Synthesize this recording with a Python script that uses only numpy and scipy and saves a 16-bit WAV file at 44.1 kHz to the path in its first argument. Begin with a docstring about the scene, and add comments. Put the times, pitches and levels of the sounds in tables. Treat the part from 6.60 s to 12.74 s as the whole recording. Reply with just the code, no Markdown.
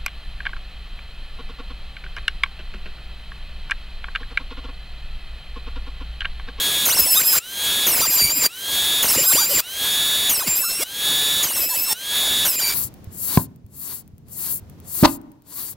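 """A wood planer, sped up

Six boards go through a benchtop planer in six seconds, heard in mono. Running free, it whines over a
rush of air. Each board drags the motor down while the spinning knives shriek and spray chips. At this
speed their highest overtones pass half the sample rate and fold back down as criss-crossing chirps."""
import sys
import numpy as np
from scipy import signal
from scipy.fft import rfft, irfft, next_fast_len
from scipy.io import wavfile
from scipy.ndimage import uniform_filter1d

SR = 44100
rng = np.random.default_rng(int(sys.argv[2]) if len(sys.argv) > 2 else 0)


def file_out(sig):
    """Save sig as 16-bit WAV at sys.argv[1]."""
    # one column per channel
    cols = np.atleast_2d(sig).T
    # limit, then scale
    lim = np.clip(cols, -1, 1)
    pcm = np.round(lim * 32767).astype(np.int16)
    wavfile.write(sys.argv[1], SR, pcm)


N = 270774

# The knife rate is the number of knife strikes a second. 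Levels in the tables are relative.
# Each board's pass, and how far it turns down the free-running sound: start_s, end_s, dip_db
BOARD_PASSES = [(.254, 0.79, 22.5), (1.266, 1.876, 22.5), (2.426, 3.006, 20.5), (3.694, 4.237, 19),
                (4.829, 5.333, 19), (5.851, 6.202, 20)]
# The knife rate with no board, creeping up: time_s, rate_hz
FREE_RATE = [(0, 3385), (1.2, 3410), (2.4, 3427), (3.5, 3450), (4.7, 3469), (6, 3461)]
# The knife rate that the wood pulls towards, one list per board: time_s, rate_hz
CUTTING_RATES = [
    [(0.254, 2795), (0.328, 2668), (0.382, 2471), (0.473, 2725), (0.542, 2435), (0.587, 2526),
     (0.619, 2286), (0.635, 2656), (0.746, 2469), (0.791, 2301)],
    [(1.266, 2810), (1.288, 2433), (1.322, 2453), (1.415, 2264), (1.455, 2487), (1.524, 2557),
     (1.578, 2248), (1.691, 2346), (1.704, 2570), (1.81, 2404), (1.879, 2156)],
    [(2.426, 3018), (2.443, 2545), (2.524, 2374), (2.576, 2333), (2.618, 2543), (2.687, 2574),
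     (2.734, 2334), (2.831, 2350), (2.853, 2568), (2.931, 2459), (3.005, 2293)],
    [(3.694, 2996), (3.704, 2397), (3.822, 2441), (3.939, 2436), (3.96, 2647), (3.973, 2720), (4.042, 2701),
     (4.105, 2621), (4.133, 2802), (4.238, 2827)],
    [(4.829, 2718), (4.868, 2784), (4.972, 2536), (5.028, 2488), (5.073, 2731), (5.133, 2635),
     (5.177, 2516), (5.224, 2702), (5.276, 2733), (5.333, 2697)],
    [(5.851, 1898), (5.907, 2420), (5.941, 2362), (5.971, 2410), (6.018, 2241), (6.068, 2325), (6.13, 2316)],
]
# Tones of the spinning block that holds the knives: multiple_of_knife_rate, level_db
CUTTER_TONES = [(1 / 2, -15.6), (1, -2.5), (2, -12), (3, -11.5), (4, -20)]
# Tone of the belt-driven motor: multiple_of_motor_rate, level_db
MOTOR_TONES = [(1, -9.5)]
# Fainter whirrs of the drive: multiple_of_knife_rate, level_db
DRIVE_TONES = [(1.043, -17), (1.305, -14.5)]
# How well the casing passes on the motor and drive: pitch_hz, gain_db
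CASING_GAIN = [(2900, -7), (3400, -8.5), (3680, 6.5), (3900, 9), (4400, -1)]
# The tone colour of the rushing air: pitch_hz, level_db
AIR_COLOUR = [(15, -42), (25, -9.5), (241, -10), (333, -9.5), (472, -9.5), (1350, -11), (1680, -8),
              (1820, -10), (3200, -5), (3860, -6.5), (4190, -6), (5790, -10), (8680, -7), (14500, -7.5),
              (15700, -6.5)]
# The cooling blades' whistle at each knife rate: rate_hz, level_db
WHISTLE_LEVELS = [(2800, -10), (3100, 0), (3280, -7), (3450, -12)]
# How loud the parts of a cut are, one list per board: time_s, shriek_db, chips_db, rasp_db
CUT_LEVELS = [
    [(0.255, -18, -10.5, -40.5), (0.368, -24, -23, -35.5), (0.397, -15.5, -12, -45),
     (0.409, -18.5, -18, -37), (0.505, -18.5, -25, -41.5), (0.531, -13.5, -23, -40),
     (0.616, -21, -21.5, -32), (0.647, -22, -28, -40.5), (0.678, -14, -22, -45), (0.787, -21, -16.5, -33.5)],
    [(1.268, -17.5, -14, -34), (1.324, -22, -18.5, -37), (1.348, -18.5, -20, -43),
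     (1.414, -21.5, -17.5, -33), (1.475, -21, -24, -38), (1.599, -17, -20.5, -37), (1.644, -18.5, -21, -30),
     (1.67, -23, -19, -35), (1.748, -23.5, -28, -42.5), (1.865, -16, -15, -34), (1.875, -43, -28, -62)],
    [(2.426, -16.5, -12, -37), (2.48, -23.5, -18.5, -37), (2.501, -17, -15.5, -36),
     (2.552, -21, -19, -34.5), (2.644, -20.5, -20.5, -33.5), (2.678, -14.5, -29, -42.5),
     (2.734, -19, -20, -29.5), (2.817, -18.5, -19.5, -36.5), (2.886, -22.5, -24.5, -44),
     (2.908, -21.5, -21, -37.5), (3.001, -20, -15, -34.5)],
    [(3.695, -19.5, -9.5, -40), (3.75, -21, -25.5, -40.5), (3.82, -27.5, -33, -36.5), (3.86, -38, -30, -42),
     (3.878, -27, -16.5, -31), (3.898, -19, -20.5, -45), (4.078, -25, -33.5, -41),
     (4.099, -22.5, -23.5, -39.5), (4.161, -28.5, -27, -44), (4.235, -24, -18.5, -35)],
    [(4.83, -19.5, -13.5, -37.5), (4.885, -28, -22, -41.5), (4.949, -25, -27, -40),
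     (4.956, -25.5, -22, -40), (5.046, -19, -23, -45.5), (5.065, -24.5, -33, -44), (5.158, -27, -25, -38),
     (5.193, -22, -23, -45), (5.266, -24.5, -26.5, -48), (5.329, -20.5, -18, -35)],
    [(5.851, -20, -10, -34.5), (5.903, -19.5, -25, -47), (5.955, -30, -23, -39.5),
     (5.966, -23.5, -31.5, -40), (6.097, -22.5, -17.5, -37), (6.124, -38, -20.5, -39)],
]
# Peaks and dips that the shriek slides through: pitch_hz, width_hz, gain_db
SHRIEK_PEAKS = [(4630, 190, 6.5), (4887, 30, -6), (5176, 42, 4.5), (5243, 27, -17), (5145, 130, -1),
                (5740, 83, -35), (7324, 80, 15.5), (7700, 200, -4), (8480, 49, -16), (9670, 350, -6.5),
                (11260, 60, 22), (12370, 110, 9), (12800, 330, 7), (15500, 730, 0)]
# The knives' lowest tone, fading as they slow: rate_hz, level_db
STRIKE_LEVELS = [(2350, -39), (2700, -39), (3000, -37), (3400, -31)]
# Strength of the knives' high overtones: pitch_before_folding_hz, level_db
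RASP_COLOUR = [(14000, 1), (30000, -0.5), (36000, 2.5), (42000, 0), (58000, 1), (80000, -10.5),
               (125000, -8), (160000, -4)]
# The tone colour of the flying chips: pitch_hz, level_db
CHIP_COLOUR = [(25, -3), (200, -3), (1200, -3), (2500, -1), (4500, -1.5), (7000, 0), (10000, -3),
               (15500, 2.5)]
# Brief squeals of single overtones: peak_s, fade_s, multiple_of_knife_rate, level_db
SQUEAL_EVENTS = [(0.31, .015, 13, -24), (0.33, 0.014, 14, -22.5), (0.574, 0.021, 16, -26),
                 (.577, 0.022, 15, -26), (0.755, 0.014, 17, -28), (1.351, 0.012, 16, -26),
                 (1.429, 0.025, 18, -28), (1.632, 0.013, 19, -35), (2.581, 0.011, 17, -24),
                 (2.591, 0.016, 18, -31.5), (2.789, 0.011, 18, -21.5), (2.79, .016, 16, -22.5),
                 (2.791, 0.013, 17, -26), (2.924, 0.031, 18, -37), (4.012, 0.053, 14, -37),
                 (4.07, .06, 12, -31), (5.125, 0.13, 12, -26.5), (5.312, 0.013, 16, -41)]

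BELT_RATIO, COOLING_BLADES, FAN_HZ = 1.0849, 9, 3930  # the belt ratio is motor rate over knife rate
INERTIA_S, SPIN_UP_S, SPIN_UP_POWER = .05, .22, 3  # how the heavy cutter slows and recovers
EARLIER_EXIT_S, EARLIER_HZ = -.3, 2420  # at the start it is still recovering from an earlier board
AIR_DB, WHINE_DB = -29, -22.5
DIP_S, SWELL_DB_PER_S = .05, 85.5  # the free-running sound sinks fast, then swells back
HUM_LIFT = .35  # the share of that dip which the cutter's lowest hum is spared
SHRIEK_DB, CHIPS_DB, RASP_DB = 1, -3, -1  # added to CUT_LEVELS
GRAIN_DB, GRAIN_PER_S = 2, 45  # changing wood grain makes each overtone swell and fade by itself
RASP_LOW_HZ, TOP_HZ = 70, 15800  # the rasp thins out below the first; all sound stops at the second


def amp(db):
    """Turn decibels into a number to multiply by."""
    return np.exp(np.asarray(db) * (np.log(10) / 20))


def unit(x):
    """Scale a signal to an average strength (rms) of 1."""
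    return x / np.sqrt(np.mean(x ** 2) + 1e-20)


def level_at(table, hz):
    """Read a level between a table's rows, on a log frequency scale."""
    table_hz, levels = np.transpose(table)
    return np.interp(np.log(hz + 1), np.log(table_hz), levels)


def curves(rows):
    """Turn each column after the time into one value per sample."""
    times, *columns = np.transpose(rows)
    return [np.interp(np.arange(N) / SR, times, column) for column in columns]


def wobble(per_s):
    """A wandering line of strength 1 through about per_s random points a second."""
    step = int(SR / per_s)
    points = rng.standard_normal((N // step + 2, 1)).astype(np.float32)
    ramp = np.arange(step, dtype=np.float32) / step
    return unit((points[:-1] + np.diff(points, axis=0) * ramp).ravel()[:N])


def filtered(x, gain_at):
    """Turn each frequency up or down by gain_at(hz)."""
    size = next_fast_len(N + 8192)
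    return irfft(rfft(x, size) * gain_at(np.fft.rfftfreq(size, 1 / SR)), size)[:N]


def rush(colour, patchy_db):
    """Shaped noise of strength 1, with random louder and softer patches."""
    slices = signal.stft(rng.standard_normal(N), nperseg=512)[2]
    patches = uniform_filter1d(rng.standard_normal(slices.shape), size=5, axis=0)  # smooth over pitch
    patches = uniform_filter1d(patches, size=8, axis=1)  # and over time
    noise = signal.istft(slices * amp(patchy_db * unit(patches)), nperseg=512)[1][:N]
    return unit(filtered(noise, lambda hz: amp(level_at(colour, hz))))


def tone(phase, flutter_db, fuzz):
    """A tone of strength about 1 that flutters in level; fuzz roughens its pitch."""
    return np.sqrt(2) * unit(amp(flutter_db * wobble(45))) * np.sin(phase + fuzz * wobble(350))


def knife_rate():
    """Each board drags the heavy cutter towards a lower speed; once free, it spins up again."""
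    t = np.arange(N) / SR
    free_hz, = curves(FREE_RATE)

    def spin_up(exit_s, exit_hz):
        recovery = (1 + np.maximum(t - exit_s, 0) / SPIN_UP_S) ** SPIN_UP_POWER
        return free_hz - (free_hz - exit_hz) / recovery

    hz = spin_up(EARLIER_EXIT_S, EARLIER_HZ)
    follow = 1 / (INERTIA_S * SR)
    for (start, end, _), targets in zip(BOARD_PASSES, CUTTING_RATES):
        cutting = (t >= start) & (t < end)
        entry_hz = hz[cutting][0]
        pull_hz = curves(targets)[0][cutting] - entry_hz
        hz[cutting] = entry_hz + signal.lfilter([follow], [1, follow - 1], pull_hz)
        hz = np.where(t < end, hz, spin_up(end, hz[cutting][-1]))
    return hz


def cutter_whine(phase, dip_db):
    """The spinning knife block whines over a hum at half the knife rate."""
    return sum(amp(db - (k < 1) * HUM_LIFT * dip_db) * tone(k * phase, flutter_db=.9, fuzz=.063 * k)
               for k, db in CUTTER_TONES)


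def motor_whirr(knife_hz, phase):
    """The motor and drive turn with the cutter and sound through the casing."""
    shafts = [(k * BELT_RATIO, db) for k, db in MOTOR_TONES] + DRIVE_TONES
    return sum(amp(db + level_at(CASING_GAIN, k * knife_hz)) * tone(k * phase, flutter_db=1, fuzz=.11)
               for k, db in shafts)


def cooling_air(knife_hz, phase):
    """Air rushes and the motor's blades whistle. The whistle folds back, so it falls as they speed up."""
    whistle = tone(COOLING_BLADES * BELT_RATIO * phase, flutter_db=2, fuzz=.3)
    air = amp(7) * rush(AIR_COLOUR, patchy_db=1.03)
    return air + amp(level_at(WHISTLE_LEVELS, knife_hz)) * whistle


def fan(db):
    """A separate fan keeps its own speed whatever the load."""
    phase = 2 * np.pi * FAN_HZ * np.arange(N) / SR + 1.3 * wobble(18)
    return amp(db) * tone(phase, flutter_db=2, fuzz=.15)


def running_free(knife_hz, phase):
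    """Cutter, motor and fan whine over the air they stir: faint after a board, then swelling back."""
    t = np.arange(N) / SR
    dip_db = sum(np.interp(t, [start, start + DIP_S, end, end + db / SWELL_DB_PER_S], [0, -db, -db, 0])
                 for start, end, db in BOARD_PASSES)
    cutter = cutter_whine(phase, dip_db)
    motor = motor_whirr(knife_hz, phase)
    air = cooling_air(knife_hz, phase)
    return amp(WHINE_DB + dip_db) * (cutter + motor + fan(db=-10.5)) + amp(AIR_DB + dip_db) * air


def board_contact(bite_s, release_s):
    """1 while a board is under the knives, 0 between boards."""
    t = np.arange(N) / SR
    return sum(np.clip((t - start) / bite_s + .5, 0, 1) * np.clip((end - t) / release_s + .5, 0, 1)
               for start, end, _ in BOARD_PASSES)


def knife_shriek(knife_hz, phase):
    """Tones at 2 to 6 times the knife rate swell and fade as they slide through peaks and dips."""
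    multiples, grid_hz = np.arange(2, 7), np.arange(0, SR / 2, 10)
    colour_db = sum(db * np.exp(-((grid_hz - hz) / width) ** 2) for hz, width, db in SHRIEK_PEAKS)
    colour = amp(colour_db) * (grid_hz < TOP_HZ)
    gains = np.array([np.interp(k * knife_hz, grid_hz, colour) * amp(.5 * GRAIN_DB * wobble(GRAIN_PER_S))
                      for k in multiples])
    gains /= np.linalg.norm(gains, axis=0)  # together they keep a steady strength
    return sum(gain * tone(k * phase, flutter_db=2, fuzz=.14) for k, gain in zip(multiples, gains))


def knife_rasp(knife_hz, phase, first_bite):
    """The sharp strikes' high overtones fold back as chirps; as a board enters, a cluster zips out."""
    rasp = np.zeros(N)
    for k in range(7, 46):
        zip_db = 10 * np.exp(-((k - 14) / 2.2) ** 2) - 3.5
        db = level_at(RASP_COLOUR, k * knife_hz) + first_bite * zip_db + GRAIN_DB * wobble(GRAIN_PER_S)
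        rasp += amp(db) * tone(k * phase, flutter_db=2.6, fuzz=.17)
    return filtered(rasp, lambda hz: hz / np.hypot(hz, RASP_LOW_HZ))


def chip_spray(first_bite):
    """Flying chips hiss; the hiss is turned down a little while the knives are still fast."""
    return amp(-3.5 * first_bite) * rush(CHIP_COLOUR, patchy_db=2)


def squeals(phase):
    """Hard spots in the wood make single overtones swell and fade."""
    t = np.arange(N) / SR
    return sum(amp(db) * np.exp(-((t - peak_s) / fade_s) ** 2) * tone(k * phase, flutter_db=4, fuzz=.3)
               for peak_s, fade_s, k, db in SQUEAL_EVENTS)


def planing(knife_hz, phase):
    """Knives strike the wood in sharp pulses: a base tone, a shriek, a rasp and a spray of chips."""
    shriek_db, chips_db, rasp_db = curves(np.vstack(CUT_LEVELS))
    phase = phase + .006 * wobble(300)  # the grain makes strikes uneven, blurring high overtones most
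    first_bite = np.clip((knife_hz - 2550) / 500, 0, 1)  # 1 while still fast, as a board enters
    shriek = amp(shriek_db + SHRIEK_DB) * knife_shriek(knife_hz, phase)
    strike = amp(level_at(STRIKE_LEVELS, knife_hz)) * tone(phase, flutter_db=1.5, fuzz=.27)
    rasp = amp(rasp_db + RASP_DB) * knife_rasp(knife_hz, phase, first_bite)
    chips = amp(chips_db + CHIPS_DB) * chip_spray(first_bite)
    return shriek + strike + rasp + squeals(phase) + chips + fan(db=-47)


def workshop(x, fade_s, echo_db):
    """Add the room's echo, only a brief smear at this speed."""
    t = np.arange(SR // 8) / SR
    tail = rng.standard_normal(len(t)) * amp(-60 * t / fade_s)
    return x + amp(echo_db) * signal.fftconvolve(x, tail / np.linalg.norm(tail))[:N]


def scene():
    """One knife rate drives both the free whine and the cut; each board fades from one to the other."""
    knife_hz = knife_rate()
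    phase = 2 * np.pi * np.cumsum(knife_hz) / SR
    load = np.clip(board_contact(bite_s=.0043, release_s=.0066), 0, 1)
    cut = workshop(load * planing(knife_hz, phase), fade_s=.06, echo_db=-12)
    mono = np.sqrt(1 - load) * running_free(knife_hz, phase) + cut
    return np.array([mono, mono])


def record(dry):
    """Remove everything above TOP_HZ."""
    return np.array([filtered(channel, lambda hz: hz < TOP_HZ) for channel in dry])


dry = scene()
out = record(dry)
file_out(out)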